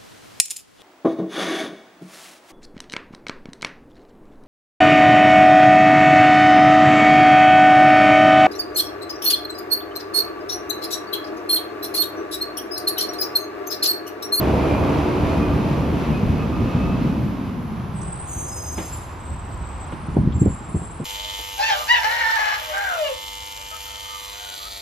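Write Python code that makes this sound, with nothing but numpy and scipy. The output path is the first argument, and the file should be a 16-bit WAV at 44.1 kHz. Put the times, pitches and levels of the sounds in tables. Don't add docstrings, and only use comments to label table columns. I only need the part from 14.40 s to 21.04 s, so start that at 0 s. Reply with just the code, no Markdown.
import sys
import numpy as np
from scipy import signal
from scipy.fft import rfft, irfft, next_fast_len
from scipy.io import wavfile
from scipy.ndimage import map_coordinates

SR = 44100
rng = np.random.default_rng(int(sys.argv[2]) if len(sys.argv) > 2 else 0)


def transcribe(u):
    v = np.clip(np.atleast_2d(u).T, -1, 1)
    q = np.round(v * 32767).astype(np.int16)
    wavfile.write(sys.argv[1], SR, q)


N = 293000


def amp(db):
    return 10 ** (np.asarray(db) / 20)


def unit(x):
    return x / np.sqrt(np.mean(x ** 2) + 1e-20)


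def along(points, hz):
    point_hz, values = np.transpose(points)
    return np.interp(np.log(hz + 1), np.log(point_hz + 1), values)


def clock():
    return np.arange(N) / SR


def curves(rows):
    times, *columns = np.transpose(rows)
    return [np.interp(clock(), times, column) for column in columns]


def wobble(rate, size=N):
    knots = rng.standard_normal(int(size * rate / SR) + 4)
    return map_coordinates(knots, [np.arange(size) * rate / SR])


def filtered(x, response):
    size = next_fast_len(N + SR // 2)
    spectrum = rfft(x, size) * response(np.fft.rfftfreq(size, 1 / SR))
    return irfft(spectrum, size)[..., :N]


def coloured(x, spectrum):
    return unit(filtered(x, lambda hz: amp(along(spectrum, hz))))


def spread(pair):
    # (pitch [Hz], likeness [0 to 1])
    likeness = [(50, .93), (130, .92), (280, .85), (550, .76), (1000, .42), (1550, .25), (2400, .72),
                (6000, .65), (7800, .97), (9000, .97), (12000, .88)]

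    def middle_and_side(hz):
        turn = np.arccos(np.clip(along(likeness, hz), -1, 1)) / 2
        return np.array([np.cos(turn), np.sin(turn)])

    mid, side = filtered(pair, middle_and_side)
    return np.array([mid + side, mid - side])


def rush(spectrum):
    return spread(coloured(rng.standard_normal((2, N)), spectrum))


def burst(start, rise, t60):
    t = np.maximum(clock() - start, 0)
    return (1 - np.exp(-t / rise)) * amp(-60 * t / t60)


def band(cycles, width_hz):
    carrier = np.exp(2j * np.pi * cycles)
    return np.array([np.real(carrier * (wobble(width_hz) + 1j * wobble(width_hz))) for _ in "LR"])


def houses(x):
    t = np.arange(SR) / SR
    tail = rng.standard_normal((2, SR)) * amp(-60 * t / .8)
    tail /= np.linalg.norm(tail[0])
    return spread(signal.fftconvolve(x[None], tail, axes=1)[:, :N])


def heard_db(level, load):
    # (time [s], distance [m])
    distance = [(0, 12.23), (2.7, 18.2), (4.5, 30.2), (6.64, 43)]
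    turn_start_s, turn_length_s = 0.32, 1.76
    full_db, idle_loss_db, hidden_db = level
    metres, = curves(distance)
    turned = np.clip((clock() - turn_start_s) / turn_length_s, 0, 1)
    return full_db - idle_loss_db * (1 - load) - hidden_db * turned - 20 * np.log10(metres / metres[0])


def engine():
    # (time [s], firing rate [Hz])
    speed = [(0, 70), (.6, 72.5), (1.5, 74), (2, 75.8), (2.65, 77.6), (3, 65), (3.3, 53.5), (3.6, 44.5),
             (3.9, 38), (6.64, 37.5)]
    # (pitch [Hz], level [dB])
    pipe_spectrum = [(20, -59), (38, -8), (58, 2), (80, -3), (130, 3.5), (190, 3.5), (270, -1), (380, -23),
                     (600, -68), (1500, -69)]
    # (pitch [Hz], level [dB])
    idle_spectrum = [(20, -28), (40, -24), (70, 0), (105, 0), (150, -6.5), (220, -11), (350, -13),
                     (600, -31), (1500, -51.5)]
    # (pitch [Hz], level [dB])
    roar_spectrum = [(120, -35), (300, 2), (420, -2.5), (640, -6.5), (730, -11.5), (950, -9.5),
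                     (1150, -20.5), (1600, -23.5), (3000, -60)]
    # (pitch [Hz], level [dB])
    clatter_spectrum = [(500, -13.5), (1100, 7.5), (1500, 2), (1950, -1), (2550, 0.5), (3300, -5),
                        (5000, -11.5), (7000, -17.5), (9500, -19), (12500, -29), (15000, -32)]
    # (pitch [Hz], level [dB])
    knock_spectrum = [(180, -6.5), (290, 3), (480, -2.5), (1200, -9.5), (1700, -21), (2600, -18.5),
                      (4500, -47.5)]
    # (level at full speed and first distance [dB], loss at idle [dB], loss in the turn [dB])
    exhaust_level = (-17.5, 12.05, 0.65)
    # (level at full speed and first distance [dB], loss at idle [dB], loss in the turn [dB])
    roar_level = (-18, 11.4, 9.7)
    # (level at full speed and first distance [dB], loss at idle [dB], loss in the turn [dB])
    clatter_level = (-31.5, 10.1, 4.1)
    cylinder_db, scatter_db = 3.0, 2.2
    knock_scatter_s = .0007

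    rate, = curves(speed)
    load = ((rate - rate.min()) / np.ptp(rate)) ** 2.0
    exhaust_db = heard_db(exhaust_level, load)
    roar_db = heard_db(roar_level, load)
    clatter_db = heard_db(clatter_level, load)

    firings = np.cumsum(rate * (1 + 0.00366 * wobble(9))) / SR
    firing_samples = np.flatnonzero(np.diff(np.floor(firings)))
    count = len(firing_samples)
    cylinders = np.resize(rng.standard_normal(size=6), count)
    pulses = np.zeros(N)
    pulses[firing_samples] = amp(cylinder_db * cylinders + scatter_db * rng.standard_normal(count))
    throb = unit(1 + 0.035 * np.cos(2 * np.pi * firings))

    def pipe(spectrum):
        return unit(amp(-10.0) * coloured(pulses, spectrum) + throb * rush(spectrum))

    exhaust = np.sqrt(load) * pipe(pipe_spectrum) + np.sqrt(1 - load) * pipe(idle_spectrum)
    hum = amp(-42 + 1.6 * wobble(15)) * (1 - load) * np.sin(2 * np.pi * 2 * firings)
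    exhaust = amp(exhaust_db + 1.9 * wobble(14)) * exhaust
    roar = amp(roar_db + 0.39 * wobble(12)) * throb * rush(roar_spectrum)
    clatter = amp(clatter_db + 0.79 * wobble(9.8)) * throb * rush(clatter_spectrum)

    uneven = firing_samples + knock_scatter_s * SR * rng.standard_normal(count)
    uneven = np.clip(uneven, 0, N - 1).astype(int)
    block = coloured(np.bincount(uneven, np.sqrt(pulses[firing_samples]), N), knock_spectrum)
    knocks = amp(roar_db - 4.5) * unit(.5 * block + unit(houses(block)))
    return exhaust + roar + hum + clatter + knocks + drone(firings) + whine(firings)


def whine(firings):
    # (time [s], level [dB])
    whine_level = [(0, -41.5), (1.1, -38.5), (1.8, -52), (2.6, -47.5), (3.3, -60)]
    # (multiple of the firing rate, level added to the base [dB])
    gear_tones = [(4, 9), (9, 2.5)]
    # (time [s], level [dB], length from peak to about a third [s])
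    whistle_surges = [(.32, -38.5, .11), (.97, -41, .13), (1.77, -36.5, .033), (1.89, -41, .022),
                      (2.1, -48.5, .3), (2.5, -46.5, .2)]
    # (time [s], level [dB], length from peak to about a third [s])
    mesh_surges = [(1.1, -39, .4), (2.3, -39.5, .35)]
    level_db, = curves(whine_level)

    def tone(multiple):
        return np.sin(2 * np.pi * multiple * firings + .9 * wobble(40))

    def surges(rows):
        return sum(amp(db) * np.exp(-((clock() - s) / length) ** 2) for s, db, length in rows)

    gears = sum(amp(level_db + db + 2 * wobble(11.0)) * tone(multiple) for multiple, db in gear_tones)
    stutter = unit(amp(3.5 * wobble(30.18)))
    pump = surges(whistle_surges) * tone(33.55)
    mesh = surges(mesh_surges) * tone(16)
    return gears + stutter * (pump + mesh)


def turbo():
    # (time [s], middle pitch [Hz], level [dB])
    hiss = [(0, 11800, -67), (2.9, 12000, -65.5), (3.6, 10500, -67), (3.9, 9200, -81)]
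    hz, db = curves(hiss)
    noise = unit(spread(band(np.cumsum(hz) / SR, width_hz=2200)))
    return amp(db + 0.87 * wobble(11)) * noise


def street():
    # (pitch [Hz], level [dB])
    street_spectrum = [(25, -2), (60, 18), (200, -7), (450, -9), (700, 0), (1020, 3.5), (1600, -7),
                       (2600, -14.5), (4500, -24), (8000, -30.5), (11000, -49), (15000, -58)]
    return amp(-37.0 + wobble(3.003)) * rush(street_spectrum)


def thumps():
    # (time [s], level [dB], brightness [Hz])
    strong_thumps = [(.825, -20, 140), (1.079, -21, 110), (1.834, -18, 280), (1.895, -19, 150),
                     (2.35, -16, 230), (3.969, -26, 153), (4.911, -24, 130), (5.022, -27, 120),
                     (5.092, -33, 560), (5.144, -27.5, 139), (5.208, -25.5, 138), (5.536, -25, 192),
                     (5.688, -22, 258), (5.769, -11, 515), (5.789, -10.5, 236), (5.806, -16, 160),
                     (5.875, -14, 270), (5.956, -15, 177), (6.018, -9, 283), (6.061, -10.5, 460),
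                     (6.076, -14.5, 168), (6.211, -30, 400), (6.291, -28, 300), (6.347, -18, 370),
                     (6.359, -19.5, 250), (6.418, -29, 300), (6.603, -23.5, 450), (6.619, -24.5, 280)]
    # (time [s], level [dB])
    flurry_level = [(4.8, -47), (5.6, -37), (5.75, -26), (5.85, -19.5), (5.93, -27), (6.08, -24),
                    (6.17, -41), (6.64, -43)]
    swings, lead_s = 1.38, 0.0025
    rumble_cycles = 6.7
    order = 4

    def dull(hz, size):
        lowpass = signal.butter(order, hz, fs=SR, output="sos")
        return signal.sosfilt(lowpass, rng.standard_normal((2, size)))

    out = np.zeros((2, N + SR))
    t = np.arange(-SR // 8, SR // 4) / SR
    flurry_db, = curves(flurry_level)
    flurry = amp(flurry_db) * (clock() > flurry_level[0][0]) * unit(dull(230, N))
    for s, db, bright_hz in strong_thumps:
        push = 2 * np.sin(np.pi * bright_hz * t) * np.exp(-(bright_hz * t / swings) ** 2)
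        life = np.exp(np.minimum(t / lead_s, -t * bright_hz / rumble_cycles))
        rumble = unit(life * dull(bright_hz, len(t))) * np.sqrt(np.mean(life ** 2))
        thump = amp(-1.65) * push * [[1], [0]] + amp(-2.5) * rumble
        first = int((s + t[0]) * SR)
        out[:, first:first + len(t)] += amp(db) * thump
    rolloff = signal.butter(order, 45, "highpass", fs=SR, output="sos")
    return signal.sosfilt(rolloff, spread(out[:, :N] + flurry))


def drone(firings):
    # (time [s], level [dB])
    boom_level = [(1.7, -58), (2.35, -38), (2.9, -29), (3.6, -30), (4.2, -48.5)]
    # (multiple of the firing rate, level [dB])
    drone_bands = [(2.9, -1.5), (4.0, -1)]
    level_db, = curves(boom_level)
    bands = sum(amp(db) * band(multiple * firings, width_hz=60) for multiple, db in drone_bands)
    return amp(level_db) * unit(spread(bands))


def brakes():
    # (start [s], length [s], pitch halfway [Hz], glide [Hz per s], level [dB])
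    squeals = [(3.53, .95, 8030, 330, -36.5), (3.72, .5, 8290, 20, -39.5), (3.85, .65, 6358, -15, -39.5),
               (3.85, .35, 7035, 0, -38), (4.22, .3, 7015, 0, -42.5), (4.035, .45, 5072, 0, -43.5),
               (4.35, .27, 7370, -1100, -39), (4.26, .43, 9020, -100, -46), (4.48, .16, 8730, -300, -43),
               (4.76, .77, 7655, -47, -46), (5.45, .42, 8370, 0, -53), (5.47, .34, 8060, 350, -52.5),
               (5.67, .13, 7130, -200, -52), (5.92, .18, 7480, 800, -35), (5.93, .28, 8870, -500, -49),
               (6.055, .11, 7285, 75, -34.5), (6.05, .66, 7570, 150, -47), (6.01, .2, 8410, 0, -47),
               (6.21, .5, 8420, 400, -45)]
    # (squeal pitch [Hz], level [dB])
    octave = [(5000, -11.5), (7000, -13), (7400, -36)]
    swell_s, release_s = .085, .075
    flutter, wander = .0055, .0013
    chatter, chatter_per_s = .22, 130
    out = np.zeros(N + SR)
    t = np.arange(SR) / SR
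    size = len(t)

    def shake():
        return chatter * wobble(chatter_per_s, size)

    for start, length, hz, glide, db in squeals:
        tremble = 1 + flutter * wobble(480, size) + wander * wobble(12.04, size)
        pitch = (hz + glide * (t - length / 2)) * tremble
        phase = 2 * np.pi * np.cumsum(pitch) / SR
        ring = np.sin(phase) + amp(along(octave, hz)) * np.sin(2 * phase)
        tone = (1 + shake()) * ring + shake() * np.cos(phase)
        swell = np.clip(np.minimum(t / swell_s, (length - t) / release_s), 0, 1)
        grip = unit(amp(2.9 * wobble(55, size)))
        first = int(start * SR)
        out[first:first + size] += amp(db) * swell * grip * tone
    return out[:N]


def ticks():
    # (time [s], level [dB], pitch [Hz])
    tick_rows = [(3.615, -46, 6200), (5.921, -44.5, 3400)]
    sharpness = 4

    def ring(centre):
        noise = rng.standard_normal((2, N))
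        return unit(filtered(noise, lambda hz: 1 / (1 + (2 * sharpness * (hz / centre - 1)) ** 2)))

    return spread(sum(amp(db) * burst(s, 0.00082, t60=0.1) * ring(centre) for s, db, centre in tick_rows))


def clanks():
    # (time [s], level [dB], time to fade by 60 dB [s], rattle brightness [Hz])
    jolts = [(4.378, -22.5, .28, 9000), (5.521, -25.5, .12, 2600)]
    # (pitch [Hz], level [dB])
    body_spectrum = [(40, -13), (110, 3.5), (330, 3.5), (520, -6), (750, -8), (1500, -14.5), (2300, -16),
                     (3700, -20.5), (4800, -34), (12000, -41)]
    # (pitch [Hz], level [dB], time to fade by 60 dB [s])
    panels = [(110.4, -3.5, 0.2), (255, 2.5, 0.022), (507, -6.5, 0.085)]

    def rattle(s, t60, top_hz):
        noise = burst(s, 0.0014, t60) * rush(body_spectrum)
        return filtered(noise, lambda hz: 1 / (1 + 1j * hz / top_hz))

    def thud(s):
        t = clock() - s
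        return sum(amp(db) * burst(s, 0.00078, t60) * np.sin(2 * np.pi * hz * t) for hz, db, t60 in panels)

    return sum(amp(db) * (rattle(s, t60, top_hz) + thud(s)) for s, db, t60, top_hz in jolts)


def valve():
    # (time [s], level [dB], time to fade by 60 dB [s])
    puffs = [(4.38, -30.5, 0.73)]
    # (pitch [Hz], level [dB])
    air_spectrum = [(2000, 2), (4500, 1.5), (7000, -6), (9500, 5), (11200, 1.5), (13000, -4), (15000, -23)]
    sputter = amp(2.2 * wobble(30))
    envelope = sum(amp(db) * burst(s, 0.15, t60) for s, db, t60 in puffs)
    return sputter * envelope * rush(air_spectrum)


def scene():
    squeal = brakes()
    squeal = squeal + amp(-4) * houses(squeal)
    truck = engine() + turbo() + clanks() + valve() + squeal
    return truck + ticks() + thumps() + street()


def record(dry):
    # (pitch [Hz], how far left leads right [radians])
    port_phase = [(4000, 0), (6300, -1), (7100, -2), (7580, -2.3), (7900, -2.85), (9100, -3.05),
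                  (10000, -5), (13200, -6.6), (14300, -9.2)]
    # (pitch [Hz], left minus right level [dB])
    port_lean = [(280, 0), (550, -1.8), (1200, -2), (2500, .8), (5500, 1.5), (8500, 0)]
    top_hz = 15200

    def both_ports(hz):
        lean = amp(along(port_lean, hz) / 2)
        return np.array([np.exp(1j * along(port_phase, hz)) * lean, 1 / lean])

    ports = filtered(dry, both_ports)
    return filtered(ports, lambda hz: hz < top_hz)


dry = scene()
out = record(dry)
transcribe(out)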